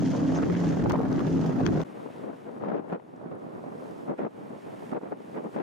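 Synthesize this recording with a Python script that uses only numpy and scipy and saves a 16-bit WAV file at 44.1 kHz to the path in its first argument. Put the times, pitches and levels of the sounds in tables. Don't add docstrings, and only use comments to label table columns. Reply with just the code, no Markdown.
import sys
import numpy as np
from scipy import signal
from scipy.fft import rfft, irfft, next_fast_len
from scipy.io import wavfile
from scipy.ndimage import uniform_filter1d, minimum_filter1d, map_coordinates

SR = 44100
rng = np.random.default_rng(int(sys.argv[2]) if len(sys.argv) > 2 else 0)


def to_wav(sig):
    pcm = np.clip(np.atleast_2d(sig), -1, 1) * 32767
    pcm = np.round(pcm).astype(np.int16)
    wavfile.write(sys.argv[1], SR, pcm.T)


N = 247842

NEAR_END_S, FAR_START_S = 1.837, 1.848
CRUISE_HZ = 32.74
KNOCK_HZ, TEARING_HZ = 500, 600

# (time [s], cycles [Hz])
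ENGINE_SPEED = [(0, 32.6), (.132, 32.4), (.22, 32.7), (.29, 32.9), (.44, 33.2), (.51, 34.7), (.6, 34.9),
                (.744, 32.6), (.85, 33.5), (1.0, 32.1), (1.08, 32.9), (1.18, 31.8), (1.33, 33.5),
                (1.4, 32.2), (1.47, 31.9), (1.59, 32.1), (1.645, 33.4), (1.72, 31.7), (1.83, 31.6)]
CYLINDER_STRENGTH = [0.92, 0.11, 0.39, 0.79, 0.6, 0.92, 0.57, 0.92]
# (time [s], level [dB])
BANK_LEVEL = [(0, -23.5), (.1, -34), (.17, -30.5), (.3, -31), (.39, -28.5), (.44, -56), (.5, -28),
              (.59, -23), (.82, -27), (.88, -36.5), (1.2, -40), (1.28, -27.5), (1.46, -24.5), (1.56, -39),
              (1.63, -25.5), (1.7, -37.5), (1.77, -24), (1.83, -31)]
FIRING_LEVEL = [(0.0, -30.5), (.07, -22.5), (.16, -33), (.22, -24.5), (0.32, -22.5), (0.356, -38),
                (0.4, -23), (0.524, -41.5), (0.58, -30.5), (0.754, -34), (.86, -42.5), (.99, -25.5),
                (1.06, -32.5), (1.16, -26.5), (1.28, -39.5), (1.37, -19.5), (1.45, -42), (1.55, -32.5),
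                (1.63, -24), (1.69, -34), (1.83, -40)]
NINTH_LEVEL = [(0, -36), (.18, -37.5), (.29, -31), (.35, -39), (.43, -31), (.5, -44), (.6, -42),
               (.73, -31.5), (.8, -46), (1.0, -38), (1.18, -36), (1.3, -45), (1.48, -44), (1.57, -31.5),
               (1.7, -43), (1.83, -47)]
# (frequency [Hz], level [dB])
NEAR_EXHAUST_SPECTRUM = [(50, -40.5), (85, -16), (100, -11.5), (135, -2), (200, 2.5), (300, -4), (370, -15),
                         (700, -18), (1500, -34), (4000, -65)]
FAR_EXHAUST_SPECTRUM = [(40, -38), (75, -24), (115, -4), (170, 6), (260, 1.5), (400, -4.5), (900, -19.5),
                        (3000, -41), (8000, -110)]

# (time [s], level [dB])
NEAR_ROAR_LEVEL = [(0, -42), (.3, -35.5), (.42, -33.5), (.53, -34.5), (.6, -36), (.66, -35), (.8, -35.5),
                   (.87, -32.5), (1.05, -33), (1.25, -31.5), (1.37, -41), (1.49, -32), (1.68, -33),
                   (1.82, -32)]
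BREEZE_LEVEL = [(1.85, -42.5), (2.2, -40), (2.42, -48), (2.62, -34.5), (2.85, -35.5), (3.06, -52.5),
                (3.27, -38), (3.5, -41), (3.62, -36.5), (4.05, -40), (4.32, -43), (4.48, -38.5),
                (4.6, -43.5), (4.88, -38.5), (5.2, -43), (5.6, -41.5)]
# (time [s], left minus right [dB])
BREEZE_BALANCE = [(1.86, 2.5), (2.3, 1), (2.87, 5.0), (3.22, -2), (3.9, -1.5), (4.4, -0.5), (5.35, 0),
                  (5.6, 1)]
# (mid time [s], duration [s], level change [dB])
BREEZE_LULLS = [(2.595, .018, -5), (4.17, 0.018, 1), (4.29, 0.025, -5), (4.775, 0.04, -2.5),
                (5, 0.017, -16), (5.509, 0.025, -2)]
# (mid time [s], duration [s], level [dB], centre [Hz])
NEAR_BLASTS = [(0.149, 0.057, -34.5, 597), (0.364, 0.023, -31, 900), (0.436, 0.028, -38.5, 1210),
               (0.547, 0.069, -44.5, 1680), (0.644, .014, -38, 1000), (0.864, 0.033, -24, 623),
               (0.905, 0.02, -29.5, 1010), (0.945, 0.04, -30, 700), (1.011, 0.013, -33, 600),
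               (1.054, 0.052, -41, 777), (1.468, 0.041, -32, 550.2), (1.595, 0.069, -36, 593),
               (1.657, 0.021, -38.5, 1100), (1.811, 0.029, -39, 950)]
# (mid time [s], duration [s], level [dB], left minus right [dB], relative fizz level [dB])
FAR_GUSTS = [(2.068, 0.029, -35, 8, -28), (2.28, 0.12, -30.5, 4, -27), (2.488, 0.064, -33.5, 3, -30),
             (2.644, 0.034, -29, 8, -36), (2.729, 0.15, -19, 3, -23), (2.939, 0.063, -21.5, 1, -22),
             (4.116, 0.06, -21.5, 2.5, -29.5), (4.206, 0.038, -23, -1.5, -20.5),
             (4.251, 0.051, -19.5, 2, -24), (4.685, 0.064, -38, -2, -28), (4.928, 0.016, -22, -9, -24.5),
             (4.965, 0.041, -21.5, 2, -25), (5.049, 0.075, -31, -4.5, -22), (5.129, 0.027, -24, 8.5, -35),
             (5.383, 0.059, -25.5, -2.5, -22), (5.454, 0.06, -29.5, 2.5, -30), (5.595, 0.073, -21, 5, -21)]
# (time [s], peak level [dB], left minus right [dB], centre [Hz])
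HARD_KNOCKS = [(0.022, -23, 0, 533), (.134, -25, 4, 500), (.149, -25, 1, 596), (.216, -23.5, 1, 502),
               (.36, -25.5, -15, 970), (.397, -25.5, -3, 694), (.43, -22.5, -19, 884),
               (0.498, -24, 5.5, 605), (.638, -25, -5, 860), (0.747, -26.5, -2, 537), (.771, -22, 4, 595),
               (0.859, -7.5, 9, 538), (.939, -13, -17, 690), (.955, -13, 9.5, 700), (.975, -30, -10, 734),
               (1.003, -13.5, 5, 480), (1.033, -24, 18, 640), (1.193, -28, 4, 810), (1.222, -20, -10, 477),
               (1.252, -24.5, -18, 596), (1.494, -19, 3.5, 520), (1.773, -20, 8, 450),
               (1.797, -25.5, 9, 498), (2.06, -31, 12, 463), (2.298, -23, 9, 397), (2.637, -19, 8, 470),
               (2.691, -24, -2, 655), (2.717, -27, 5, 620), (2.755, -12, 13, 450), (2.798, -19, 6, 387),
               (2.927, -17.5, 7, 480), (2.998, -34.5, 9, 885), (3.27, -33, -6, 560), (3.315, -31.5, 1, 550),
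               (3.823, -29.5, 1, 500), (4.098, -22, -5, 420), (4.11, -16.5, -12, 480),
               (4.192, -18.5, 4, 420), (4.25, -18, 4, 484), (4.924, -25.5, 6, 324), (4.932, -18, 9, 595),
               (4.955, -20, -7, 476), (5.013, -30, 0, 560), (5.034, -21.5, 8, 435), (5.121, -21, -12, 557),
               (5.298, -34, -2, 480), (5.341, -37, 9, 380), (5.362, -28, -3.5, 500), (5.448, -26, 3, 474),
               (5.47, -26, -1.5, 483), (5.562, -19, -2, 477)]
# (time [s], duration [s], peak level [dB], left minus right [dB], top octave gain [dB])
WIND_CRACKLES = [(0.356, 0.0024, -36.5, -10, -25), (0.645, .002, -41, 4, -16), (.67, .002, -40.5, 3, -24),
                 (.691, .002, -33.5, 2, -24), (.841, .0015, -38.5, -5.5, -21.5),
                 (0.898, 0.0027, -27.5, 34, -9.5), (.903, .004, -32, 19, -23.5),
                 (0.921, .003, -30.5, 38, -19), (0.923, .001, -35.5, -21, -5.5),
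                 (1.128, .002, -35, -7, -28), (1.162, .002, -37, -8.5, -29), (1.194, .003, -39, 5, -28),
                 (1.269, 0.0045, -35, -25, -18.5), (1.417, 0.0022, -42, -15, -23),
                 (1.657, 0.0082, -35.5, 24, -20.5), (1.665, .0028, -17, 46, -32),
                 (1.675, .005, -38.5, 16, -19.5), (1.816, 0.0026, -33, 25, -22)]
# (frequency [Hz], level [dB])
RUMBLE_SPECTRUM = [(20, -33.5), (45, -14.5), (75, -12.5), (110, -2.5), (200, -7.5), (330, -1), (600, -36.5),
                   (2000, -61), (16000, -120)]
ROAR_SPECTRUM = [(40, -34.5), (120, -14), (250, -5), (420, 3.5), (750, -8.5), (1200, -12.5), (1800, -20),
                 (2300, -29), (4000, -37), (9000, -51.5), (16000, -62)]
TEARING_SPECTRUM = [(100, -41.5), (380, 2), (560, 2.5), (760, 3), (900, -4), (1150, -9), (1600, -18),
                    (2100, -27), (5000, -47.5), (16000, -76)]
BREEZE_SPECTRUM = [(30, -53), (65, -32), (110, -6), (170, 1.5), (250, 2.5), (480, 1.5), (800, -5.5),
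                   (1300, -14.5), (2000, -27.5), (3000, -42.5), (4500, -48), (16000, -110)]
BUFFET_SPECTRUM = [(30, -39), (70, -52), (110, -17.5), (170, 3), (250, 5), (480, 4.5), (800, -4),
                   (1300, -13.5), (2000, -27), (3000, -41), (4500, -54), (16000, -99)]
FIZZ_SPECTRUM = [(600, -4), (1500, 13), (2600, 2), (3800, -10.5), (5500, -19.5), (16000, -40)]
KNOCK_SPECTRUM = [(30, -54), (65, -29), (110, -11.5), (200, 4.5), (500, 11), (900, 0.5), (1500, -15.5),
                  (2500, -29), (4500, -48.5), (10000, -58)]
CRACKLE_SPECTRUM = [(300, 2), (1200, 6.5), (2200, 6), (6500, -1)]
# (frequency [Hz], correlation [-1 to 1])
ROAR_CORRELATION = [(60, 0.44), (150, 0.32), (260, 0.48), (500, 0.18), (1000, 0.097), (1900, 0.21)]
BREEZE_CORRELATION = [(100, 0.93), (260, -0.091), (500, -0.55), (1000, -0.46), (2500, -0.72)]
BUFFET_CORRELATION = [(120, 0.58), (260, -0.24), (500, -0.34), (1000, -0.34), (3000, 0.088)]

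# (time [s], level [dB])
HISS_LEVEL = [(0, -52.5), (.25, -57), (.35, -55), (.45, -59.5), (.69, -54), (.8, -61), (.97, -70),
              (1.15, -63), (1.43, -57), (1.54, -65.5), (1.82, -59.5)]
WASH_LEVEL = [(1.86, -62.5), (2.15, -61), (2.5, -66), (2.9, -67.5), (3.05, -72), (3.35, -69.5),
              (3.85, -60.5), (4.1, -62.5), (4.4, -65), (4.88, -58.5), (5.1, -65), (5.6, -58.5)]
SEA_LEVEL = [(1.86, -61.5), (2.15, -59), (2.55, -65.5), (3.05, -71.5), (3.5, -67), (3.9, -71), (4.45, -64),
             (4.8, -60.5), (5.15, -64), (5.6, -64)]
# (frequency [Hz], level [dB])
HISS_SPECTRUM = [(500, -33), (1500, 8.5), (2300, 4.5), (3300, 5), (3800, -1.5), (5000, 1.7), (6700, 2.5),
                 (7600, -8), (9500, -17.5), (15500, -34.5)]
SPATTER_SPECTRUM = [(700, -15.5), (1600, 2.5), (3000, 2), (6500, -1), (8000, -9.5), (15500, -20)]
WASH_SPECTRUM = [(300, -5), (900, 13), (1800, 15.5), (2800, 10), (4000, 4.5), (6500, 0.5), (9500, -1.5),
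                 (12500, -6.5), (15500, -14)]
SEA_SPECTRUM = [(400, -16), (1000, 5.5), (2000, 0.5), (2900, -4.5), (3800, -10), (6000, -36), (16000, -45)]
# (frequency [Hz], correlation [-1 to 1])
HISS_CORRELATION = [(2000, 1), (4000, 0.7), (6000, 0.21), (12000, .2)]
WASH_CORRELATION = [(1000, .1), (3500, 0.39), (7000, 0.92)]
# (mid time [s], duration [s], frequency [Hz], level [dB])
HIGH_SQUEAKS = [(0.366, 0.033, 6100, -46.5), (3.163, .008, 6400, -70), (3.354, 0.0045, 9600, -68)]


def near_engine():
    cycles = np.cumsum(curve(ENGINE_SPEED)) / SR
    bank = amp(curve(BANK_LEVEL) - 4.5) * engine_order(cycles, order=5)
    firing = amp(curve(FIRING_LEVEL) - 4) * engine_order(cycles, order=8)
    ninth = amp(curve(NINTH_LEVEL) - 0.5) * engine_order(cycles, order=9)
    return bank + firing + ninth + amp(-29) * exhaust(cycles, NEAR_EXHAUST_SPECTRUM, burble=2.37)


def engine_order(cycles, order):
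    phase = 2 * np.pi * (order * cycles + rng.random())
    wander = 0.2 * wobble(16) + 0.3 * np.array([wobble(40), wobble(40)])
    return np.sqrt(2) * np.sin(phase + wander)


def exhaust(cycles, spectrum, burble):
    pulses = unit(firings(cycles, scatter_db=7.5, jitter_s=0.0006))
    churn = noise(spectrum, [(150, 0.093), (280, 0.36), (500, 0.016)])
    return unit(unit(shaped(pulses, spectrum)) + burble * churn)


def firings(cycles, scatter_db, jitter_s):
    count = len(CYLINDER_STRENGTH)
    index = np.arange(1, int(cycles[-1] * count))
    timing, strength = rng.standard_normal((len(index), 2)).T
    times = np.interp(index / count, cycles, clock()) + jitter_s * timing
    sizes = np.take(CYLINDER_STRENGTH, index % count) * amp(scatter_db * strength)
    return np.bincount(np.clip(times * SR, 0, N - 1).astype(int), sizes, N)


def far_engine():
    cycles = np.cumsum(CRUISE_HZ + 0.8 * wobble(3.2)) / SR
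    return amp(-54.5 + 0.35 * wobble(3.62)) * exhaust(cycles, FAR_EXHAUST_SPECTRUM, burble=0.49)


def near_wind():
    rumble = amp(-31.5) * noise(RUMBLE_SPECTRUM, [(60, 0.93), (150, 0.17)], amp(3.4 * wobble(13.12)))
    eddies = amp(5.5 * np.tanh(wobble(130)) + 2.76 * wobble(800))
    roar = shifting_colour(noise(ROAR_SPECTRUM, ROAR_CORRELATION, eddies), depth_db=4.5)
    turbulence = noise([(100, 0.014), (16000, 0.0037)], ROAR_CORRELATION, amp(8.2 * np.tanh(wobble(300))))
    tearing = np.zeros((2, N))
    for s, length, db, centre_hz in NEAR_BLASTS:
        blast = unit(shaped(turbulence, TEARING_SPECTRUM, transpose=centre_hz / TEARING_HZ))
        tearing += amp(db) * swell(s, length) * blast
    return rumble + amp(curve(NEAR_ROAR_LEVEL)) * unit(roar) + tearing


def breeze():
    lull_db = sum(db * swell(s, length) for s, length, db in BREEZE_LULLS)
    veer_db = curve(BREEZE_BALANCE)
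    level_db = curve(BREEZE_LEVEL) + lull_db + np.array([veer_db, -veer_db]) / 2
    flutter = amp(1.47 * wobble(22.12) + 2 * wobble(200))
    return amp(level_db) * noise(BREEZE_SPECTRUM, BREEZE_CORRELATION, flutter)


def gusts(fizz_lead_s=0.008):
    eddies = amp(3.1 * np.tanh(wobble(260)))
    ragged = amp(2 * np.tanh(wobble(110)))
    buffet = noise(BUFFET_SPECTRUM, BUFFET_CORRELATION, eddies * ragged)
    fizz = noise(FIZZ_SPECTRUM, BUFFET_CORRELATION, eddies ** 2)
    out = np.zeros((2, N))
    for s, length, db, balance_db, fizz_db in FAR_GUSTS:
        body = swell(s, length, edge=2.47) * buffet
        front = amp(fizz_db) * swell(s - fizz_lead_s, length, edge=2.3) * fizz
        out += amp(db) * panned(balance_db) * (body + front)
    return amp(-2) * out


def knocks(attack_s, decay_s):
    out = np.zeros((2, N + SR))
    size, lead = 2048, 512
    t = np.maximum(np.arange(size) - lead, 0) / SR
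    envelope = (1 - np.exp(-t / attack_s)) * np.exp(-t / decay_s)
    for s, db, balance_db, centre_hz in HARD_KNOCKS + lesser_eddies():
        colour = amp(along(KNOCK_SPECTRUM, np.fft.rfftfreq(size, 1 / SR) * KNOCK_HZ / centre_hz))
        burst = envelope * (rng.standard_normal(size) + 1.24 * rng.standard_normal((2, size)))
        pop = irfft(rfft(burst) * colour)
        pop /= np.abs(pop).max(axis=1, keepdims=True)
        start = max(0, round(s * SR) - lead)
        out[:, start:start + size] += amp(db) * panned(balance_db) * pop
    return out[:, :N]


def lesser_eddies(per_s=5.8, near_db=-29.5, over_breeze_db=5, spread_db=1.5):
    rows = []
    for when, strength, side in rng.random((round(per_s * N / SR), 3)):
        s = when * N / SR
        db = near_db if s < NEAR_END_S else np.interp(s, *np.transpose(BREEZE_LEVEL)) + over_breeze_db
        rows.append((s, db + spread_db * (2 * strength - 1), 6 * (2 * side - 1), KNOCK_HZ))
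    return rows


def crackles():
    out = np.zeros((2, N))
    for s, length, db, balance_db, top_db in WIND_CRACKLES:
        burst = rng.standard_normal(N) * swell(s, length)
        snap = shaped(burst, CRACKLE_SPECTRUM + [(8500, top_db)])
        out += amp(db) * panned(balance_db) * snap / np.abs(snap).max()
    return out


def spray(ticks_per_s=110):
    surges = amp(1.5 * wobble(70) + 3 * wobble(700))
    hiss = amp(curve(HISS_LEVEL) + 4.5) * noise(HISS_SPECTRUM, HISS_CORRELATION, surges)
    drops = (rng.random(N) < ticks_per_s / SR) * rng.random(N)
    ticks = noise([(1000, 4), (6000, 3), (15000, 11)], [(1000, 0.28)], drops)
    return hiss + amp(-75) * ticks


def spatter(drops_per_s=220, spread_db=3.5, decay_s=0.0004):
    hits = rng.random((2, N)) < drops_per_s / SR
    sizes = amp(spread_db * np.minimum(rng.exponential(size=(2, N)), 3))
    envelope = signal.lfilter([1], [1, -np.exp(-1 / (decay_s * SR))], hits * sizes)
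    return amp(-64) * unit(shaped(envelope * rng.standard_normal((2, N)), SPATTER_SPECTRUM))


def waves():
    wash = amp(curve(WASH_LEVEL)) * noise(WASH_SPECTRUM, WASH_CORRELATION, amp(1.3 * wobble(760)))
    sea = amp(curve(SEA_LEVEL) - 0.5) * noise(SEA_SPECTRUM, [(1000, 0.2), (2500, 1)])
    return wash * panned(-1.7) + sea


def squeaks(waver_rad):
    out = np.zeros(N)
    for s, length, hz, db in HIGH_SQUEAKS:
        phase = 2 * np.pi * hz * clock() + waver_rad * wobble(hz / 10)
        out += amp(db) * swell(s, length) * np.sin(phase)
    return out


def gain_control(x, knee_db=-39, slope=0.44, attack_s=0.014, recovery_db_per_s=87):
    power = np.abs(uniform_filter1d(np.mean(x ** 2, axis=0), size=500))
    reduction_db = slope * np.maximum(10 * np.log10(power + 1e-12) - knee_db, 0)
    recovery_db = recovery_db_per_s * clock()
    held_db = np.maximum.accumulate(reduction_db + recovery_db) - recovery_db
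    lag = np.exp(-1 / (attack_s * SR))
    return x * amp(-signal.lfilter([1 - lag], [1, -lag], held_db))


def limiter(x, ceiling_db, window):
    needed = np.minimum(1, amp(ceiling_db) / (np.abs(x) + 1e-9))
    return x * uniform_filter1d(minimum_filter1d(needed, window), window // 2)


def noise(spectrum, correlation, flutter=1):
    def response(hz):
        angle = np.arccos(np.clip(along(correlation, hz), -1, 1)) / 2
        return amp(along(spectrum, hz)) * [np.cos(angle), np.sin(angle)]
    mid, side = filtered(flutter * rng.standard_normal((2, N)), response)
    return unit(np.array([mid + side, mid - side]))


def shifting_colour(x, depth_db):
    frames = signal.stft(x, nperseg=1024)[2]
    field = rng.standard_normal(frames.shape[1:])
    field = uniform_filter1d(uniform_filter1d(field, size=5, axis=0), size=5, axis=1)
    return signal.istft(frames * amp(depth_db * np.tanh(unit(field))), nperseg=1024)[1][:, :N]


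def shaped(x, spectrum, transpose=1):
    return filtered(x, lambda hz: amp(along(spectrum, hz / transpose)))


def filtered(x, response):
    size = next_fast_len(N + SR // 2)
    return irfft(rfft(x, size) * response(np.fft.rfftfreq(size, 1 / SR)), size)[..., :N]


def swell(at_s, length_s, edge=2):
    return np.exp(-np.minimum(np.abs(2 * (clock() - at_s) / length_s) ** edge, 50))


def wobble(rate):
    return map_coordinates(rng.standard_normal(int(N * rate / SR) + 4), [clock() * rate])


def panned(balance_db):
    return unit(amp(np.array([[balance_db], [-balance_db]]) / 2))


def along(points, hz):
    frequencies, values = np.transpose(points)
    return np.interp(np.log(hz + 1), np.log(frequencies + 1), values)


def curve(points):
    return np.interp(clock(), *np.transpose(points))


def amp(db):
    return 10 ** (np.asarray(db) / 20)


def unit(x):
    return x / np.sqrt(np.mean(x ** 2) + 1e-20)


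def clock():
    return np.arange(N) / SR


def scene():
    near_gate = np.clip((NEAR_END_S - clock()) / 0.002, 0, 1)
    far_gate = curve([(NEAR_END_S - 0.002, 0), (NEAR_END_S, 0.25),
                      (FAR_START_S - 0.001, 0.25), (FAR_START_S, 1)])
    near = near_engine() + near_wind() + spray() + spatter() + crackles()
    far = breeze() + gusts() + waves() + far_engine()
    transients = squeaks(waver_rad=3.4) + knocks(attack_s=0.00038, decay_s=0.0024)
    return near_gate * (near + transients) + gain_control(far_gate * (far + transients))


def record(dry):
    top_hz = 15800
    held = limiter(dry, ceiling_db=-15.5, window=400)
    return filtered(held, lambda hz: hz < top_hz)


dry = scene()
out = record(dry)
to_wav(out)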